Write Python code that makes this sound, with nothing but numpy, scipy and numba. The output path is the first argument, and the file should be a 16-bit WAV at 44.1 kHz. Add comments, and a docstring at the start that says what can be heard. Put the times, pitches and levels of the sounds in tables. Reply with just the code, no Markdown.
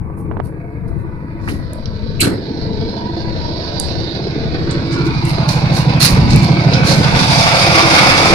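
"""A walled yard with a big slow diesel thudding in a building; a phone is carried up the lane to its gate.
The steel gate is unbolted with a bang: the exhaust beat swells in the gap, then the full clatter opens up.
Timed pulses ring pipe, engine house and echoes for the engine; shaped noise makes its rattle and rough gas.
Noise in short swells makes bolt, gate, grit, scuffs and cloth; fingers bump the phone, and air moves over
the microphones."""
import sys
import numpy as np
from scipy import signal
from scipy.fft import rfft, irfft
from scipy.io import wavfile
from scipy.ndimage import uniform_filter1d, map_coordinates
from numba import njit

SR = 44100
rng = np.random.default_rng(int(sys.argv[2]) if len(sys.argv) > 2 else 0)


def transcribe(signal):
    """Save signal, clipped to [-1, 1], as a 16-bit WAV file at the path in sys.argv[1]."""
    frames = np.atleast_2d(signal).T
    limited = np.clip(frames, -1, 1)
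    pcm = np.round(limited * 32767).astype(np.int16)
    wavfile.write(sys.argv[1], SR, pcm)


N = 367794
TIME = np.arange(N) / SR
FREQ = np.maximum(np.fft.rfftfreq(N, 1 / SR), 1)

# exhaust beat, loudest in line with the gap in the gate [t/s, level/dB]
THUD_LEVEL = [(0.0, -26.5), (1.85, -29.5), (2.5, -28.5), (3.6, -28.5), (4.3, -24.5), (5.7, -13),
              (6.5, -10.5), (7.1, -13), (7.6, -17.5), (8.34, -20)]


def undb(db):
    """Decibels to gain."""
    return 10 ** (np.asarray(db) / 20)


def curves(table):
    """Each column of a table, joined by straight lines in time."""
    s, *columns = np.transpose(table)
    return [np.interp(TIME, s, column) for column in columns]


def unit(x):
    """Scale so that the middle of the two channels has rms 1."""
    return x / np.std(np.atleast_2d(x).mean(axis=0))


def steady(x):
    """Hold the slow level at 1 and keep the fast flutter."""
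    power = uniform_filter1d(x.mean(axis=0) ** 2, size=SR // 4)
    return x / np.sqrt(power)


def colour(x, points):
    """Filter by (Hz, dB) points, falling at 36 dB per octave more beyond the ends; the result has rms 1."""
    hz, db = np.transpose(points)
    octaves_beyond = np.maximum(np.log2(hz[0] / FREQ), 0) + np.maximum(np.log2(FREQ / hz[-1]), 0)
    gain = undb(np.interp(np.log(FREQ), np.log(hz), db) - 36 * octaves_beyond)
    return unit(irfft(rfft(x) * gain, N))


def resonances(modes):
    """Response of a set of damped resonances, side by side."""
    return sum(undb(db) / (1 + 1j * (FREQ / hz - hz / FREQ) * hz / width) for hz, width, db in modes)


def chained(modes):
    """Response of damped resonances, one after the other."""
    return np.prod([resonances([mode]) for mode in modes], axis=0)


def delay(seconds):
    """Response of a plain delay."""
    return np.exp(-2j * np.pi * FREQ * seconds)


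def reflect(x, lag_ms):
    """A copy that arrives later by a moving delay."""
    return np.array([np.interp(TIME - lag_ms / 1000, TIME, side) for side in x])


def pan(db):
    """Left and right gains for a level difference, left minus right, at the same mean power."""
    gains = undb(np.array([[1], [-1]]) * db / 2)
    return gains / np.sqrt(np.mean(gains ** 2, axis=0))


def ports(x, alike_hz):
    """Two unrelated signals become a diffuse field: alike in the bass, unrelated in the treble."""
    mid, side = rfft(x)
    side = side * FREQ / np.hypot(FREQ, alike_hz)
    # the sound reaches the right microphone port a little later
    return irfft(np.array([mid + side, (mid - side) * delay(0.00023)]), N)


def hiss(points):
    """Diffuse coloured noise."""
    return colour(ports(rng.standard_normal((2, N)), 590), points)


def room(x, t60):
    """A dense decaying tail for each channel, near the energy of the sound that feeds it."""
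    tail = rng.standard_normal((2, N)) * np.exp(-np.log(1000) * TIME / t60)
    return irfft(rfft(x) * rfft(tail / np.linalg.norm(tail[0])), N)


def swell(start, rise, t60):
    """An envelope that grows for a moment and dies away."""
    age = TIME - start
    return np.clip(age / rise, 0, 1) * np.exp(-np.log(1000) * np.clip((age - rise) / t60, 0, 2))


def walk(rate):
    """A smooth random drift with a spread near 1."""
    hold = int(SR / min(rate, 100))
    steps = np.repeat(rng.standard_normal(1024)[:N // hold + 1], hold)[:N]
    return 1.3 * uniform_filter1d(uniform_filter1d(steps, hold), hold)


def grain(size):
    """A fast random level of rms 1, smoothed over a number of samples."""
    return unit(uniform_filter1d(rng.standard_normal(N), size=size))


def strokes(turns, place, scatter_db, jitter_s):
    """One pulse a cycle at a given crank position, each a little different in time and level."""
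    chance = rng.standard_normal((int(turns[-1]) + 1, 2))
    times = np.interp(np.arange(len(chance)) + place, turns, TIME, right=2 * TIME[-1])
    times = times + jitter_s * chance[:, 0]
    at = (times * SR).astype(int)
    inside = (at >= 0) & (at < N)
    return np.bincount(at[inside], undb(scatter_db * chance[inside, 1]), N)


def air(opening):
    """Air swells on the microphones with every step in the lane, over a light breeze and a faint hiss."""
    # air pushed by a step [f/Hz, level/dB]
    step_colour = [(25, -13), (45, -4.5), (90, -1), (150, -2.5), (220, -15.5), (400, -25)]
    first_step_s, step_s = .35, .598
    crest_db, lull_db = -25.5, -27.5  # the lull is a drop below the crest
    lull = np.sin(np.pi * (TIME - first_step_s) / step_s) ** 4
    push = colour(rng.standard_normal((2, N)), step_colour) * undb(crest_db + lull_db * lull)
    breeze = colour(rng.standard_normal((2, N)), [(10, 0), (25, -4), (50, -7), (120, -17)])
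    gusts = undb(-33 + 4.4 * walk(3.4))
    faint = hiss([(2000, -25.5), (6000, -7.0), (10000, 4.0), (15000, -7.5)]) * undb(-72.5)
    # the steps push mostly at the left microphone, and fade as the gate opens
    return pan(21.5) * push * (1 - opening) + pan(10) * breeze * gusts + faint


def tick(grit, s, db, t60, low, high, side_db):
    """A snap in one band, followed by its faint echo from the walls."""
    echo_db, echo_t60_s = -12, .26
    snap = unit(irfft(grit / (1 + (low / FREQ) ** 5 + (FREQ / high) ** 18), N))
    # a longer snap feeds the walls more
    echo = undb(echo_db) * np.sqrt(t60 / echo_t60_s) * swell(s, 0.012, echo_t60_s)
    return snap * undb(db) * (pan(side_db) * swell(s, .0006, t60) + pan(side_db / 2) * echo)


def walker():
    """Noise in short swells: ticks of grit and latch, grainy scuffs, and cloth buffeting the microphones."""
    # sharp ticks of grit and latch
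    # [t/s, level/dB, t60/s, from f/Hz, to f/Hz, left minus right/dB]
    tick_rows = [(1.476, -27.5, 0.063, 900, 2200, -5), (1.487, -29, 0.046, 1490, 3300, -4),
                 (1.733, -28, 0.0091, 8520, 11500, -17), (1.857, -23.5, 0.02, 3660, 5430, -22),
                 (3.799, -7.5, .0045, 5500, 10700, -23), (4.709, -29, 0.045, 3830, 8850, -8),
                 (5.251, -28, .023, 5000, 11000, -20), (5.489, -21, .055, 3005, 6400, -8),
                 (6.107, -21, .008, 5000, 14000, -10), (6.115, -26, .008, 4000, 11000, -6),
                 (6.361, -16.5, 0.0064, 5500, 12840, 13), (6.734, -15.5, .08, 3000, 6000, -12)]
    # scuffs of shoes and cloth [t/s, level/dB, swell/s, t60/s, share of fine airy hiss/0-1]
    scuff_rows = [(.162, -51.5, 0.031, 0.23, 0.94), (.425, -48, 0.036, 0.18, 0.67),
                  (.875, -51.5, 0.0043, 0.16, 0.56), (.92, -61, 0.092, 0.18, 0.6),
                  (1.39, -44.5, 0.12, 0.22, 0.18), (1.474, -37, 0.017, 0.35, 0.47),
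                  (4.909, -30.5, 0.023, 0.21, 0.01), (5.04, -33.5, .025, 0.13, 0.13),
                  (5.229, -31, 0.076, 0.2, 0.28), (5.48, -21.5, 0.011, 0.38, 0.16),
                  (5.72, -23, 0.056, 0.28, 0.2), (5.995, -19, 0.012, .1, 0.2),
                  (6.003, -10, 0.02, 0.38, 0.21), (6.024, -21, .008, .08, 0.54),
                  (6.04, -11.5, 0.013, 0.12, 0.33), (6.29, -23.5, 0.016, 0.68, 0.04),
                  (6.421, -31, 0.016, 0.13, 0.38), (6.838, -15.5, 0.056, 0.51, 0.14)]
    # coarse part of the scuffs [f/Hz, level/dB]
    coarse_colour = [(590, -45), (1000, 11), (1650, 11), (2580, 13.5), (3200, 6), (4250, 22.5), (5800, 13),
                     (7470, 5.5), (10900, -7), (15400, -71)]
    # fine airy part of the scuffs [f/Hz, level/dB]
    airy_colour = [(5000, -9), (7500, -10.5), (9500, 6), (15000, -11.5)]
    # cloth flapping past the microphones, then at 7.1 s a last push of air from a step [t/s, level/dB, swell/s,
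    # t60/s]
    flap_rows = [(6.1, -10, 0.018, 0.84), (6.202, -9.5, 0.04, 0.42), (6.31, -7, 0.028, 0.31),
                 (7.1, -16, 0.058, 0.57)]
    grit = rfft(ports(rng.standard_normal((2, N)), 9000))
    ticks = sum(tick(grit, *row) for row in tick_rows)
    # each part crackles on its own
    coarse = hiss(coarse_colour) * undb(2.6 * grain(70))
    airy = hiss(airy_colour) * undb(2.6 * grain(70))
    scuffs = 0
    for s, db, rise, t60, fine in scuff_rows:
        scuffs = scuffs + ((1 - fine) * coarse + fine * airy) * undb(db) * swell(s, rise, t60)
    flapping = sum(undb(db) * swell(s, rise, t60) for s, db, rise, t60 in flap_rows)
    buffet = hiss([(20, -13), (45, -2), (100, 0), (190, -3), (320, -14)]) * flapping
    return ticks + pan(-7.0) * scuffs + buffet


def fingers():
    """A soft fingertip gives the right side of the phone one push a bump, and the case thuds briefly."""
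    # fingers bumping the phone, level ahead of the panning [t/s, level/dB, contact/ms]
    bump_rows = [(.199, -24, .4), (.3137, -9, .22), (.3215, -18, .19), (.3696, -7, .26), (.394, -18, .24),
                 (.401, -2.5, .205), (.478, -22, .3)]
    # thud of the case [f/Hz, level/dB]
    case_colour = [(80, -34), (300, 9.5), (900, 2.5), (2200, -21), (3000, -19)]
    push = sum(undb(db) * np.exp(-((TIME - s) * 1000 / ms) ** 2) for s, db, ms in bump_rows)
    case = hiss(case_colour) * sum(undb(db - 16) * swell(s, 0.001, 0.03) for s, db, ms in bump_rows)
    return pan(-18) * (push + case)


def gate():
    """The bolt catches, shrieks and grinds home, each stage in its own band; the sheet steel booms."""
    # stages of the bolt: catch, shriek, ring, grind, groan of the leaf, last slip
    # [t/s, level/dB, swell/s, t60/s, from f/Hz, to f/Hz]
    bolt_rows = [(2.194, -24, .006, .14, 2150, 3050), (2.202, -16.5, .004, 0.12, 6800, 11800),
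                 (2.205, -20, 0.012, .17, 3900, 5000), (2.204, -19.5, .008, 0.24, 2000, 15000),
                 (2.209, -24, 0.02, 0.34, 1100, 1750), (2.239, -33.5, .006, 0.23, 2200, 11800)]
    # scrape of the bolt [f/Hz, level/dB]
    bolt_colour = [(530, -34), (900, -13), (1180, -6), (1570, -4.5), (2000, -5.5), (2700, -0.5),
                   (3300, -1.5), (4250, -5.5), (5600, -7.5), (6930, -12), (8600, -12), (10100, -10.5),
                   (11600, -12), (12600, -17.5), (15400, -20.5)]
    # ringing of the bolt [f/Hz, width/Hz, level/dB]
    bolt_modes = [(1540, 90, -1), (2250, 90, 2), (2630, 80, -3.5), (4180, 170, 4.5), (6830, 90, 3),
                  (7850, 200, 2), (8400, 130, 5.5), (11100, 170, 9)]
    # dull booms of the gate and heavy steps [t/s, level/dB, swell/s, t60/s]
    boom_rows = [(1.47, -21, 0.0091, 0.56), (2.199, -14.5, 0.037, 0.49), (2.266, -9.5, 0.006, 0.088),
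                 (2.305, -19, 0.0087, 0.36), (2.738, -25, 0.0067, 0.16)]
    # boom of the sheet steel [f/Hz, level/dB]
    gate_colour = [(60, -22), (100, 3), (150, -5.5), (320, 0.5), (500, -14.5), (750, -22), (1000, -25.5),
                   (1500, -31), (1900, -26)]
    shudder = undb(1.5 * grain(90))
    scrape = hiss(bolt_colour)
    ring = unit(irfft(rfft(scrape) * resonances(bolt_modes), N))
    metal = rfft(scrape + 0.8 * ring)
    bolt = 0
    for s, db, rise, t60, low, high in bolt_rows:
        band = unit(irfft(metal / (1 + (low / FREQ) ** 16 + (FREQ / high) ** 16), N))
        bolt = bolt + band * undb(db) * swell(s, rise, t60)
    boom = hiss(gate_colour) * sum(undb(db) * swell(s, rise, t60) for s, db, rise, t60 in boom_rows)
    return shudder * pan(-2.2) * bolt + pan(-1.1) * boom


def ringing(turns):
    """Once a cycle a knock sets a hollow note of the engine house ringing, now harder, now softer."""
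    # the hollow note, two resonances in a row [f/Hz, width/Hz, level/dB]
    note_modes = [(332, 16, 0), (342, 80, 0)]
    # loudness of the hollow note [t/s, level/dB]
    note_level = [(0, -47), (2.5, -49), (2.9, -39.5), (3.17, -26), (3.45, -35.5), (3.9, -36.5),
                  (4.15, -25.5), (4.42, -45.5), (4.7, -24), (4.83, -31), (5.05, -18.5), (5.35, -48),
                  (5.9, -49), (6.3, -36), (6.58, -23), (6.85, -48), (7.5, -41.5), (7.77, -17), (8.05, -38),
                  (8.34, -15)]
    knocks = rfft(strokes(turns, place=.2, scatter_db=3, jitter_s=.0002))
    note = unit(irfft(knocks * chained(note_modes), N))
    breath = hiss([(280, -14.5), (335, -2.0), (400, -9.5)])
    return pan(-1.5) * steady(note + 0.39 * breath) * undb(curves(note_level)[0])


def exhaust(turns):
    """Each firing thumps the pipe, echoes round the yard and keeps the engine house droning."""
    # exhaust pipe and silencer, one after the other [f/Hz, width/Hz, level/dB]
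    pipe_modes = [(128, 34, 6), (155, 120, 0)]
    # low modes of the engine house [f/Hz, width/Hz, level/dB]
    house_modes = [(38, 8, -19.5), (51, 9, -34), (73.2, 12, 10.5), (93, 18, 8), (99.8, 5.9, 24)]
    # exhaust paths round the yard [delay/s, gain]
    yard_paths = [(0, .8), (.0075, 1), (.0325, .75), (.052, .2), (.0635, .12)]
    # weight of the smeared beat, arriving by many reflections, and its gas noise [t/s, gain]
    smear_share = [(0, .4), (3.8, .37), (4.4, .19), (5.9, .12), (6.6, .18), (7.1, .38), (8.34, .55)]
    drone_db, drone_slope = -21.5, 0.33  # dB when the thud is at 0 dB; dB per dB of thud
    thud_db, = curves(THUD_LEVEL)
    # from the left in the lane to nearly ahead at the gate (s; left minus right, dB)
    pan_db = np.interp(TIME, [0, 4.5], [8, -1.5])
    puffs = rfft(strokes(turns, place=.415, scatter_db=2.2, jitter_s=.00015))
    paths = sum(gain * delay(s) for s, gain in yard_paths)
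    direct = irfft(-puffs * chained(pipe_modes) * paths, N)
    direct = colour(direct, [(70, -21.5), (120, -2.0), (190, 5.0), (260, -11.5), (450, -18)])
    # the beat is crisp in line with the gap, and smeared behind the gate or inside the yard
    gas = hiss([(40, -40), (95, 10), (170, 3.5), (230, -9.0), (300, -41.0)])
    smeared = unit(ports(room(direct, t60=.36), 300)) + gas
    thud = steady(direct + curves(smear_share)[0] * smeared)
    house = resonances(house_modes) * resonances([(75.7, 9, 0)]) * delay(0.02166)
    drone = unit(irfft(puffs * house, N))
    # the drone follows the thud, but less steeply
    return pan(pan_db) * (thud * undb(thud_db) + drone * undb(drone_db + drone_slope * thud_db))


def bark(turns):
    """Rough gas leaves the pipe with each firing and slaps back from the wall, never twice alike."""
    # rough gas [f/Hz, level/dB]
    gas_colour = [(240, -12.5), (330, -0.5), (480, 1.5), (650, -5), (1000, -11.5), (1500, -16), (2500, -32)]
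    level_db, slope = -17.5, 1.16  # dB when the thud is at 0 dB; dB per dB of thud
    puffs = strokes(turns, place=.22, scatter_db=3.5, jitter_s=.001)
    slaps = strokes(turns, place=.56, scatter_db=3.5, jitter_s=.001)
    # each puff swells and fades with a time constant of 4.5 ms
    age = TIME[:SR // 10] / .0045
    fading = signal.fftconvolve(puffs + .6 * slaps, age * np.exp(1 - age))[:N]
    gas = colour(ports(fading * rng.standard_normal((2, N)), 900), gas_colour)
    return pan(-1.5) * gas * undb(level_db + slope * curves(THUD_LEVEL)[0])


def clatter(turns, repeat, t60, ring_s, rattle):
    """Metal blows ring the engine house on every cycle; loose parts rattle at random after each."""
    # valves, piston slap and combustion within one cycle [share of the cycle, level/dB]
    blow_rows = [(0.14, 7.5), (0.269, 7.5), (.53, 5.5), (0.629, 8.5), (0.76, 6.5), (0.909, 4.5)]
    blows = sum(undb(db) * strokes(turns, place, scatter_db=2.1, jitter_s=.00008) for place, db in blow_rows)
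    fading = signal.lfilter([1], [1, -np.exp(-1 / (ring_s * SR))], blows ** 2)
    loose = unit(np.sqrt(1 + rattle * fading / fading.mean()) * rng.standard_normal((2, N)))
    # four patterns of echoes drift in and out, so no ringing line stays for long
    echoes = steady(sum(walk(3) * room(blows, t60) for _ in range(4)))
    return ports(loose + repeat * echoes, 1660)


def patchy(x, opening):
    """Narrow bands swell and sink on their own as the listener moves among the echoes; less in the open."""
    depth_db, changes_per_s = 3.8, 11  # depth behind a shut gate
    hz, s, bins = signal.stft(x, SR, nperseg=2048)
    field = rng.standard_normal((160, 200))
    # bands widen with frequency
    row = 10 * np.log2(1 + hz / 250) + hz / 250
    place = np.meshgrid(row, s * changes_per_s, indexing="ij")
    depth = depth_db * (1 - 0.48 * np.interp(s, TIME, opening))
    gain = undb(depth * map_coordinates(field, place, order=1, mode="mirror"))
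    return signal.istft(bins * gain, SR)[1][:, :N]


def machinery(turns, opening):
    """Block rumble, combustion roar, diesel knock and gear whirr, muffled by the gate until it opens."""
    # colours behind the shut gate and in the open yard [f/Hz, level/dB]
    shut_block, open_block = [(130, -12), (220, 5), (270, -3.5), (296, -1.5), (333, 4), (371, -10.5),
                              (450, 0.5), (560, -21.5), (730, -38), (1230, -120)], [(130, -7.5), (205, -4.5), (275, -2.5), (305, -4.5),
                                                  (334, -2), (377, -8), (414, -6), (486, -7), (560, -4),
                                                  (730, -16), (1230, -120)]
    shut_roar, open_roar = [(320, -20.5), (550, -5), (780, -7.5), (880, -6), (975, -3), (1030, -18),
                            (1090, -10.5), (1360, -26), (2310, -120)], [(320, -38.5), (550, -17.5), (630, -1.5), (800, 6.5),
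                                               (940, 5), (1040, -16.5), (1360, -22.5), (2310, -120)]
    shut_knock, open_knock = [(620, -34.5), (1050, -1.5), (1340, 5.5), (1530, 7.5), (1700, 5.5),
                              (1830, 4.5), (2200, 2.5), (2560, -0.5), (2820, -27), (3640, -47.5),
                              (6160, -120)], [(620, -6.5), (1050, 2.5), (1210, 3), (1680, -5),
                                                  (1960, -3.5), (2290, 4), (2560, -1), (2790, -7.5),
                                                  (3100, -17.5), (4030, -30), (6820, -120)]
    shut_whirr, open_whirr = [(1710, -44), (2900, -9), (3190, -11.5), (3950, 2), (4630, 2), (5270, -6.5),
                              (6260, -22), (7600, -40.5), (10500, -56), (15000, -73)], [(1710, -45), (2800, -20), (3150, -8.5), (3600, 0),
                                                  (4080, -4), (4800, 1), (5600, -5.5), (7490, -19.5),
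                                                  (10200, -19), (12300, -32), (14400, -37), (15400, -41)]
    # diesel knock, growing as the phone comes nearer [t/s, level/dB]
    knock_level = [(0.0, -55), (1.2, -51), (2.6, -46), (4.3, -40.5), (5.4, -31), (6.7, -26.5), (7.1, -24),
                   (7.55, -17.5), (8.0, -14), (8.34, -16)]
    # low rumble and midrange roar [t/s, rumble level/dB, roar level/dB]
    low_levels = [(0.0, -37, -45.5), (0.3, -28.5, -40), (0.6, -35, -45), (1.2, -33.5, -41.5),
                  (1.95, -30, -43.5), (2.7, -24, -36.5), (3.7, -30.5, -31.5), (4.45, -24, -33.5),
                  (5.0, -23.5, -33), (5.55, -25.5, -29), (6.3, -22.5, -27.5), (7.0, -19.5, -27),
                  (7.5, -21.5, -20), (8.34, -16.5, -20)]
    # level and direction of the treble [t/s, level/dB, left minus right/dB]
    treble_level = [(0.0, -81, 0), (1.3, -63, -15), (1.7, -48, -10), (2.6, -38, -11.5), (3.3, -36, -11),
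                    (3.85, -28, -19.5), (4.4, -36, -13.5), (5.3, -33.5, -7.5), (6.3, -29.5, -16),
                    (6.9, -28.5, -3.5), (7.3, -18.5, -4.5), (7.55, -19, -3.5), (7.95, -16.5, -5),
                    (8.34, -19, -5.5)]
    # reflection from the nearest wall or gate leaf [t/s, lag/ms, strength/0-1]
    wall_rows = [(0, .83, .6), (.6, .56, .8), (1.2, .67, .9), (2, .64, .6), (2.5, .42, .8), (4.4, .44, .55),
                 (4.85, .6, .5), (5.15, .85, .8), (5.5, 1.25, .5), (6.3, .98, .45), (6.8, 1.3, .3),
                 (7.2, 1.1, .4), (7.55, 1.45, .35), (8, 1.8, 0)]
    knock_db, = curves(knock_level)
    block_db, roar_db = curves(low_levels)
    whirr_db, whirr_pan_db = curves(treble_level)
    lag_ms, strength = curves(wall_rows)

    def through_gate(x, shut, clear, leak=1):
        """Blend from the colour behind the gate to the colour in the open; the level flutters."""
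        share = np.clip(leak * opening, 0, 1)
        blend = (1 - share) * colour(x, shut) + share * colour(x, clear)
        return steady(blend) * undb(1.0 * walk(35))

    def past_walls(x):
        """Walking shifts each reflection, so hollows and ridges drift through the sound."""
        x = x + .25 * reflect(x, 3.5 + .7 * walk(1.5))
        # ribbed steel and brick scatter the treble, so only the lows are mirrored
        mirrored = irfft(rfft(x) / (1 + (FREQ / 1300) ** 4), N)
        return patchy(x + np.clip(strength, 0, 1) * reflect(mirrored, lag_ms), opening)

    low = past_walls(clatter(turns, repeat=1.1, t60=0.16, ring_s=0.008, rattle=1.2))
    high = past_walls(clatter(turns, repeat=0.9, t60=0.42, ring_s=0.007, rattle=1.1))
    block = through_gate(low, shut_block, open_block) * undb(block_db)
    roar = through_gate(low, shut_roar, open_roar) * undb(roar_db)
    knock = through_gate(high, shut_knock, open_knock, leak=2.7) * undb(knock_db)
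    whirr = through_gate(high, shut_whirr, open_whirr) * undb(whirr_db)
    return block + pan(-1.8) * (roar + knock) + pan(whirr_pan_db) * whirr


@njit
def sweep(x, hz, width):
    """A band-pass whose centre moves, gain 1 at the centre; the width is a share of the centre."""
    y, band, low = np.empty(len(x)), 0., 0.
    for i in range(len(x)):
        g = np.tan(np.pi * hz[i] / SR)
        v = (band + g * (x[i] - low)) / (1 + g * (g + width))
        band, low, y[i] = 2 * v - band, low + 2 * g * v, width * v
    return y


def ridges(x):
    """Walls and the gap in the gate favour one narrow band for a while; it glides as the phone moves."""
    # narrow bands that stand out for a while, one list each [t/s, f/Hz, lift/dB]
    ridge_lists = [
        [(.4, 700, 2), (.7, 690, 15), (1.3, 665, -7), (1.7, 624, 13), (2.0, 610, 10.5), (2.25, 600, 0)],
        [(.5, 2280, 5), (1.0, 2000, 8), (1.5, 1943, 10), (2.1, 1880, -1)],
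        [(2.55, 970, 0.5), (2.8, 934, 9), (3.7, 960, 3.5), (4.3, 931, -2)],
        [(4.85, 1440, -6), (5.05, 1380, 11), (5.28, 1240, -4), (5.46, 1137, 15), (5.7, 940, 0.5)],
        [(5.7, 469, 0.5), (5.95, 483, 10.5), (6.3, 490, -9), (6.9, 523, 8.5), (7.3, 450, 3.5)],
        [(6.4, 1500, 4.5), (6.7, 1500, 5.5), (7.15, 1505, 12), (7.35, 1560, 1.5)],
    ]
    out = x
    for table in ridge_lists:
        hz, db = curves(table)
        narrow = np.array([sweep(np.ascontiguousarray(side), hz, 0.058) for side in x])
        out = out + (undb(db) - 1) * narrow
    return out


def scene():
    """One crankshaft drives exhaust and machinery; gate and walker sound close by."""
    # engine speed [t/s, firings per second]
    engine_speed = [(0, 12.685), (5.3, 12.683), (6.2, 12.64), (8.34, 12.665)]
    # how far the gate stands open to the phone [t/s, share/0-1]
    gate_share = [(0, 0.02), (4.4, 0.04), (5.3, 0.34), (6.6, 0.35), (7.3, 1), (8.34, 1)]
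    turns = np.cumsum(curves(engine_speed)[0]) / SR  # firing cycles so far
    opening = np.clip(curves(gate_share)[0], 0, 1)
    engine = exhaust(turns) + bark(turns) + ringing(turns) + ridges(machinery(turns, opening))
    return engine + gate() + fingers() + walker() + air(opening)


def record(dry):
    """The phone rounds off the loudest peaks and cuts the top above 15.4 kHz."""
    rounded = dry / (1 + dry ** 8) ** (1 / 8)
    top_cut = signal.ellip(8, .2, 60, 15400, fs=SR, output="sos")
    return signal.sosfilt(top_cut, rounded)


dry = scene()
out = record(dry)
transcribe(out)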